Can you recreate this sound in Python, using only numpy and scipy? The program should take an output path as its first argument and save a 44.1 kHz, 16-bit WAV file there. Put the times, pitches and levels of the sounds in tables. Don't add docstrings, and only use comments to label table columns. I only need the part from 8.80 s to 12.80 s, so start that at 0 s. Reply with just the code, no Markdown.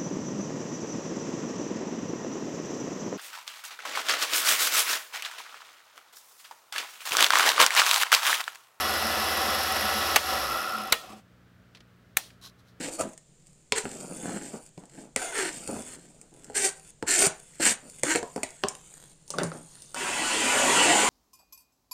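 import sys
import numpy as np
from scipy import signal
from scipy.fft import rfft, irfft, next_fast_len
from scipy.io import wavfile
from scipy.ndimage import uniform_filter1d, map_coordinates

SR = 44100
rng = np.random.default_rng(int(sys.argv[2]) if len(sys.argv) > 2 else 0)


def unload_audio(sound):
    columns = np.transpose(np.atleast_2d(sound))
    steps = np.round(np.clip(columns, -1, 1) * 32767)
    wavfile.write(sys.argv[1], SR, steps.astype(np.int16))


N = 176400

COAST_S, STOP_S = 1.433, 2.42
FRAME_HZ, MOTOR_HZ, MAINS_HZ = 22.95, 83.6, 60
TICKS_PER_FRAME = 6

# freq_hz, level_db
ROOM_COLOUR = [(25, -22.5), (55, -9.5), (95, 0), (150, -11), (230, -8), (320, -12.5), (550, -14),
               (950, -22), (1400, -15), (2300, -23.5), (3300, -26.5), (11000, -41.5), (15500, -39.5)]
MAINS_LEVELS = [-71.5, -64, -64.5, -73]

# start_s, level_db, t60_s
FINGER_TAPS = [(2.949, -46.5, 0.08), (2.971, -52, 0.037), (3.005, -48, 0.032), (3.504, -51, .04)]
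# freq_hz, level_db
TAP_COLOUR = [(200, 3), (800, 0), (2500, 6), (4500, 6), (7000, -8), (16000, -25)]
# centre_s, half_length_s, level_db
BRUSH_STROKES = [(3.652, 0.037, -47.5), (3.799, .015, -65.5), (3.89, 0.03, -66.5)]
# freq_hz, level_db
BRUSH_COLOUR = [(300, -12.5), (1100, -6), (2200, -12), (3200, -1), (5600, 0), (8000, -9.5), (16000, -18)]
# freq_hz, width_hz, lift_db
BRUSH_PEAKS = [(1090, 80, 12), (1520, 150, 14), (4000, 350, 8.5), (11200, 700, 8), (13700, 620, 6)]

# centre_s, half_length_s, level_db
DRONE_SWELLS = [(.27, 0.044, -40.5), (.41, 0.038, -43), (.69, 0.0096, -38), (1.04, 0.033, -42),
                (1.17, 0.029, -38.5), (1.995, 0.062, -45), (2.34, 0.049, -49.5)]
DRIVE_MULTIPLES = (3, 8, 57, 63)
DRIVE_LEVELS = [-52, -68, -39.5, -43.5]
MOTOR_MULTIPLES = (1, 4, 5, 13, 20, 26)
MOTOR_LEVELS = [-47.5, -53.5, -54, -52.5, -63, -62.5]

# freq_hz, level_db
AIR_COLOUR = [(100, -36), (300, -13), (600, -2.5), (1000, -2.5), (1500, 0), (2300, -8), (4000, -8),
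              (5700, -8.5), (6800, -15), (9500, -16.5), (12000, -11), (14000, -19.5), (16000, -22)]
# freq_hz, width_hz, lift_db
HOUSING_PEAKS = [(1560, 130, -2.5), (1730, 85, 7), (1934, 55, 12), (2017, 35, 9), (2825, 90, 8.5),
                 (2980, 42, 6.5), (3400, 110, 8), (3927, 190, 6.5), (4320, 110, 5.5), (5060, 340, 7),
                 (5560, 217.5, 7.5)]
# freq_hz, level_db
GEAR_COLOUR = [(40, -32), (110, -15.5), (165, -21), (240, -8), (440, -7.5), (560, 0.5), (700, -4),
               (870, -9.5), (1100, 1.5), (1400, -4), (1600, -15), (3000, -10.5), (7000, -23.5),
               (16000, -29)]
# freq_hz, width_hz, lift_db
CASTING_PEAKS = [(347, 19, 7.1), (760.7, 67, 15.3), (1360, 70, 3.5), (2590, 160, 8.3), (3420, 75, 6),
                 (5100, 170, 10)]
# time_s, level_db
SING_ENVELOPE = [(1.36, -40.5), (1.55, -38), (1.72, -32.5), (1.86, -33.5), (1.98, -34.5), (2.06, -40.5),
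                 (2.241, -48), (2.4, -99)]
# centre_s, half_length_s, level_db
SHUDDER_SWELLS = [(2.302, 0.011, -49.5), (2.329, 0.012, -49.5), (2.378, 0.029, -55)]
# freq_hz, level_db
SHUDDER_COLOUR = [(100, -28), (250, 10.5), (700, 6), (1200, -9), (8000, -7.5), (16000, -23)]
# freq_hz, level_db
TICK_COLOUR = [(1000, -23), (3000, 5), (5300, -14.5), (7000, -5), (9500, -9.5), (11000, 8.5), (12000, 1.5),
               (13200, -9.5), (16000, -17.5)]
# pitch_hz, level_db, t60_s
TICK_RING = [(5276, -7.5, 0.029), (10500, -10.5, 0.005), (11560, -5.5, .007), (11900, -6.5, 0.014),
             (12420, -6, .005)]

# start_s, crack_db, hold_s, ring_db, clatter_db, body_db, sizzle_db, thump_db,
# lever_db (relative to the crack)
TOGGLE_SNAPS = [(1.3599, -0.5, 0.0055, -27, -18, -4, -23, -47, -45),
                (2.124, 1, 0.003, -20, -23, -7.5, -25.5, -31, -32.5),
                (3.37, -3.5, 0.001, -31, -33, -24.5, -33.5, -69, -36)]
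# freq_hz, level_db
FIRST_CRACK = [(150, -28), (550, -8), (1050, 1), (1870, -4), (2500, 3), (3280, -6), (4100, 0), (5400, -6),
               (6300, -1), (7000, -13), (15500, -15)]
SECOND_CRACK = [(88, -47), (280, -29), (600, -12.5), (2410, -7), (3410, -10), (3980, 7.5), (4500, -4),
                (5760, -9), (7000, -16.5), (7560, -3.5), (8330, -18), (12300, -8), (13500, -12),
                (15500, -30.5)]
THIRD_CRACK = [(150, -26), (700, -13), (1300, -12.5), (2000, 0.5), (2900, -6.5), (3700, -1.5), (4480, -14),
               (5500, -6.5), (9200, -5.5), (10200, -18), (13000, -7), (16000, -6)]
# pitch_hz, level_db, t60_s
BASE_MODES = [(390, -5, .1), (473, -2.5, 0.15), (647, -2, 0.18), (1049.5, 0.5, 0.1), (1301, 1, .2),
              (1580, -4.5, .07), (1860, 0.5, .17), (2433, -1, 0.13), (2850, -5, .18), (3090, -9, .2),
              (3397, -4.5, .22), (4025, -10.5, .22)]
UPPER_MODES = [(734, 2.5, 0.09), (1330, -1.5, 0.1), (1810, -0.5, 0.13), (3260, -10.5, 0.26),
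               (4200, -8, 0.2), (5730, -8, 0.21), (9300, -5, .2)]
# freq_hz, level_db
BODY_COLOUR = [(40, -25), (150, -14), (400, -11.5), (700, 3.5), (3000, 3.5), (5000, -20), (12000, -35.5)]
CLATTER_COLOUR = [(100, -7), (600, -1), (1500, -9), (3800, 1.5), (6000, -3), (9000, -7.5), (16000, -13)]
SPRING_COLOUR = [(3000, -25.5), (7000, -1.5), (11000, -5.5), (14000, -3.5), (16000, -13)]


def amp(db):
    return 10 ** (np.asarray(db) / 20)


def unit(x):
    return x / np.sqrt(np.mean(x ** 2) + 1e-20)


def clock():
    return np.arange(N) / SR


def wobble(rate_hz):
    return map_coordinates(rng.standard_normal(int(N * rate_hz / SR) + 4), [clock() * rate_hz])


def shaped_noise(response):
    size = next_fast_len(N + 8192)
    spectrum = rfft(rng.standard_normal(N), size) * response(np.fft.rfftfreq(size, 1 / SR))
    return unit(irfft(spectrum, size)[:N])


def noise(colour, peaks=()):
    freqs, levels = np.transpose(colour)

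    def response(hz):
        broad_db = np.interp(np.log(hz + 1), np.log(freqs + 1), levels)
        lift_db = sum(db / (1 + (2 * (hz - centre) / width) ** 2) for centre, width, db in peaks)
        return amp(broad_db + lift_db)
    return shaped_noise(response)


def narrow(centre_hz, width_hz):
    return shaped_noise(lambda hz: 1 / (1 + (2 * (hz - centre_hz) / width_hz) ** 4))


def strike(start_s, t60_s, hold_s=0):
    age = clock() - start_s
    return (age >= 0) * amp(-60 * np.maximum(age - hold_s, 0) / t60_s)


def swells(rows):
    return sum(amp(db) * np.exp(-((clock() - centre) / half) ** 2) for centre, half, db in rows)


def sine(cycles):
    return np.sqrt(2) * np.sin(2 * np.pi * (cycles + rng.random()))


def room():
    hum = sum(amp(db) * sine(k * MAINS_HZ * clock()) for k, db in enumerate(MAINS_LEVELS, 1))
    return amp(-61) * noise(ROOM_COLOUR) + hum + amp(-91.5) * narrow(14460, width_hz=160)


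def hand(grain_db=2, touch_s=0.038):
    taps = sum(amp(db) * strike(start, t60) for start, db, t60 in FINGER_TAPS) * noise(TAP_COLOUR)
    strokes = sum(swells([row]) * (clock() > row[0] - touch_s) for row in BRUSH_STROKES)
    return taps + strokes * amp(grain_db * wobble(310)) * noise(BRUSH_COLOUR, BRUSH_PEAKS)


def panel_drone(speed, pitch_hz=215.8, drift_hz=5):
    phase = 2 * np.pi * np.cumsum(pitch_hz + drift_hz * wobble(25.33)) / SR
    murmur = amp(-52) * speed * narrow(pitch_hz, width_hz=39)
    return swells(DRONE_SWELLS) * np.sqrt(2) * np.sin(phase) + murmur


def shaft_tones(speed, flutter=.0012, waver_db=2, case_hz=134, case_width_hz=24, case_lift_db=16):
    travel_s = np.cumsum(speed * (1 + flutter * wobble(14))) / SR
    partials = [(k * FRAME_HZ, db) for k, db in zip(DRIVE_MULTIPLES, DRIVE_LEVELS)]
    partials += [(k * MOTOR_HZ, db) for k, db in zip(MOTOR_MULTIPLES, MOTOR_LEVELS)]
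    out = np.zeros(N)
    for hz, db in partials:
        if hz < 10 * FRAME_HZ:
            pitch_hz = hz * speed
            radiation = 1 / (1 + (58 / (pitch_hz + 1)) ** 20)
            resonance = np.exp(-(2 * (pitch_hz - case_hz) / case_width_hz) ** 2 / 2)
            gain = speed ** .3 * radiation * amp(case_lift_db * resonance)
        else:
            gain = speed ** 5 * amp(waver_db * wobble(16))
        out += amp(db) * gain * sine(hz * travel_s)
    return out


def fan(speed):
    return amp(-30) * speed ** 1.78 * noise(AIR_COLOUR, HOUSING_PEAKS)


def gears(speed, pulse_depth=0.033, rough_db=1.5):
    frames = np.cumsum(speed) / SR * FRAME_HZ
    pulse = 1 + pulse_depth * np.cos(2 * np.pi * frames)
    whir = amp(-31.5 + rough_db * wobble(70)) * speed ** 0.93 * pulse * noise(GEAR_COLOUR, CASTING_PEAKS)
    sing_db = np.interp(clock(), *np.transpose(SING_ENVELOPE), left=-120, right=-120)
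    sing = amp(sing_db) * narrow(1340, width_hz=190)
    return whir + sing + swells(SHUDDER_SWELLS) * noise(SHUDDER_COLOUR)


def film_ticks(speed, claw_db=7, backlash_db=3, tint_db=2.5, quiet_speed=0.31):
    count = np.floor(np.cumsum(speed) / SR * FRAME_HZ * TICKS_PER_FRAME).astype(int)
    due = np.flatnonzero(np.diff(count))
    strength, lateness, *tints = rng.standard_normal((1000, 2 + len(TICK_RING)))[count[due]].T
    load = speed ** 5
    jitter_s = .00025 * lateness / np.maximum(speed[due], .3) ** 1.5
    starts = np.abs(due + jitter_s * SR).astype(int)
    accent = (count[due] % TICKS_PER_FRAME == 0) * load[due]
    hit_db = claw_db * accent + 1.7 * (2 - speed[due]) * np.minimum(strength, 1)

    def each_tick(shape, tint=0):
        hits = np.bincount(starts, amp(hit_db + tint_db * np.clip(tint, -1, 1)), N)
        return signal.fftconvolve(hits, shape[:SR // 10])[:N]

    def unit_running(x):
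        return x / np.sqrt(np.mean(x[:SR] ** 2))

    attack = 1 - np.exp(-clock() / .0005)
    modes = np.zeros(N)
    for (hz, db, t60), tint in zip(TICK_RING, tints):
        mode = amp(db) * attack * strike(0, t60) * np.sin(2 * np.pi * hz * clock())
        modes += each_tick(mode, tint)
    ring = amp(-43 + backlash_db * (1 - load)) * unit_running(modes)
    clicks = amp(-41) * unit_running(each_tick(strike(0, t60_s=.013))) * noise(TICK_COLOUR)
    force = speed ** 0.38 / (1 + (quiet_speed / (speed + 1e-3)) ** 4)
    return force * (clicks + ring)


def panel_ring(start_s, modes):
    out, age = np.zeros(N), clock() - start_s
    for hz, db, t60 in modes:
        rattle = (.35 + hz / 6000) * wobble(130)
        out += amp(db) * strike(start_s, t60) * np.sin(2 * np.pi * hz * age + rattle)
    return out


def switches(lead_s=0.003, crack_t60_s=.019, echo_s=0.014, thump_hz=67):
    out, t = np.zeros(N), clock()
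    body, clatter, spring = noise(BODY_COLOUR), noise(CLATTER_COLOUR), noise(SPRING_COLOUR)
    toggles = [(FIRST_CRACK, BASE_MODES), (SECOND_CRACK, BASE_MODES), (THIRD_CRACK, UPPER_MODES)]
    for snap, (colour, modes) in zip(TOGGLE_SNAPS, toggles):
        start, crack_db, hold_s, ring_db, clatter_db, body_db, sizzle_db, thump_db, lever_db = snap
        lever = amp(lever_db) * strike(start - lead_s, crack_t60_s, lead_s)
        out += amp(crack_db) * (lever + strike(start, crack_t60_s, hold_s)) * noise(colour)
        contact = amp(crack_db - 5) * strike(start, t60_s=.014)
        echo = amp(crack_db - 30) * strike(start + echo_s, t60_s=.06)
        sizzle = amp(sizzle_db) * strike(start, t60_s=.1)
        out += (contact + echo + sizzle) * spring
        out += amp(body_db) * strike(start, t60_s=.088) * body
        out += amp(clatter_db) * strike(start, t60_s=.27) * clatter
        out += amp(thump_db) * strike(start, t60_s=.1) * np.sin(2 * np.pi * thump_hz * (t - start))
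        out += amp(ring_db) * panel_ring(start, modes)
    return out


def scene():
    speed = np.clip((STOP_S - clock()) / (STOP_S - COAST_S), 0, 1)
    projector = panel_drone(speed) + shaft_tones(speed) + fan(speed) + gears(speed) + film_ticks(speed)
    return (room() + hand() + projector + switches())[None]


def record(dry, ceiling_db=-11, release_db_per_s=85, top_hz=15750):
    mix = dry[0]
    level_db = 10 * np.log10(np.abs(uniform_filter1d(mix ** 2, size=88)) + 1e-12)
    over_db = np.maximum(level_db - ceiling_db, 0)
    recovery_db = release_db_per_s * clock()
    duck_db = np.maximum.accumulate(over_db + recovery_db) - recovery_db
    limited = mix * amp(-duck_db)
    clipped = limited / (1 + (limited / .9) ** 4) ** (1 / 4)
    high_cut = signal.ellip(10, .1, 80, top_hz, fs=SR, output="sos")
    return signal.sosfilt(high_cut, clipped)[None]


dry = scene()
out = record(dry)
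unload_audio(out)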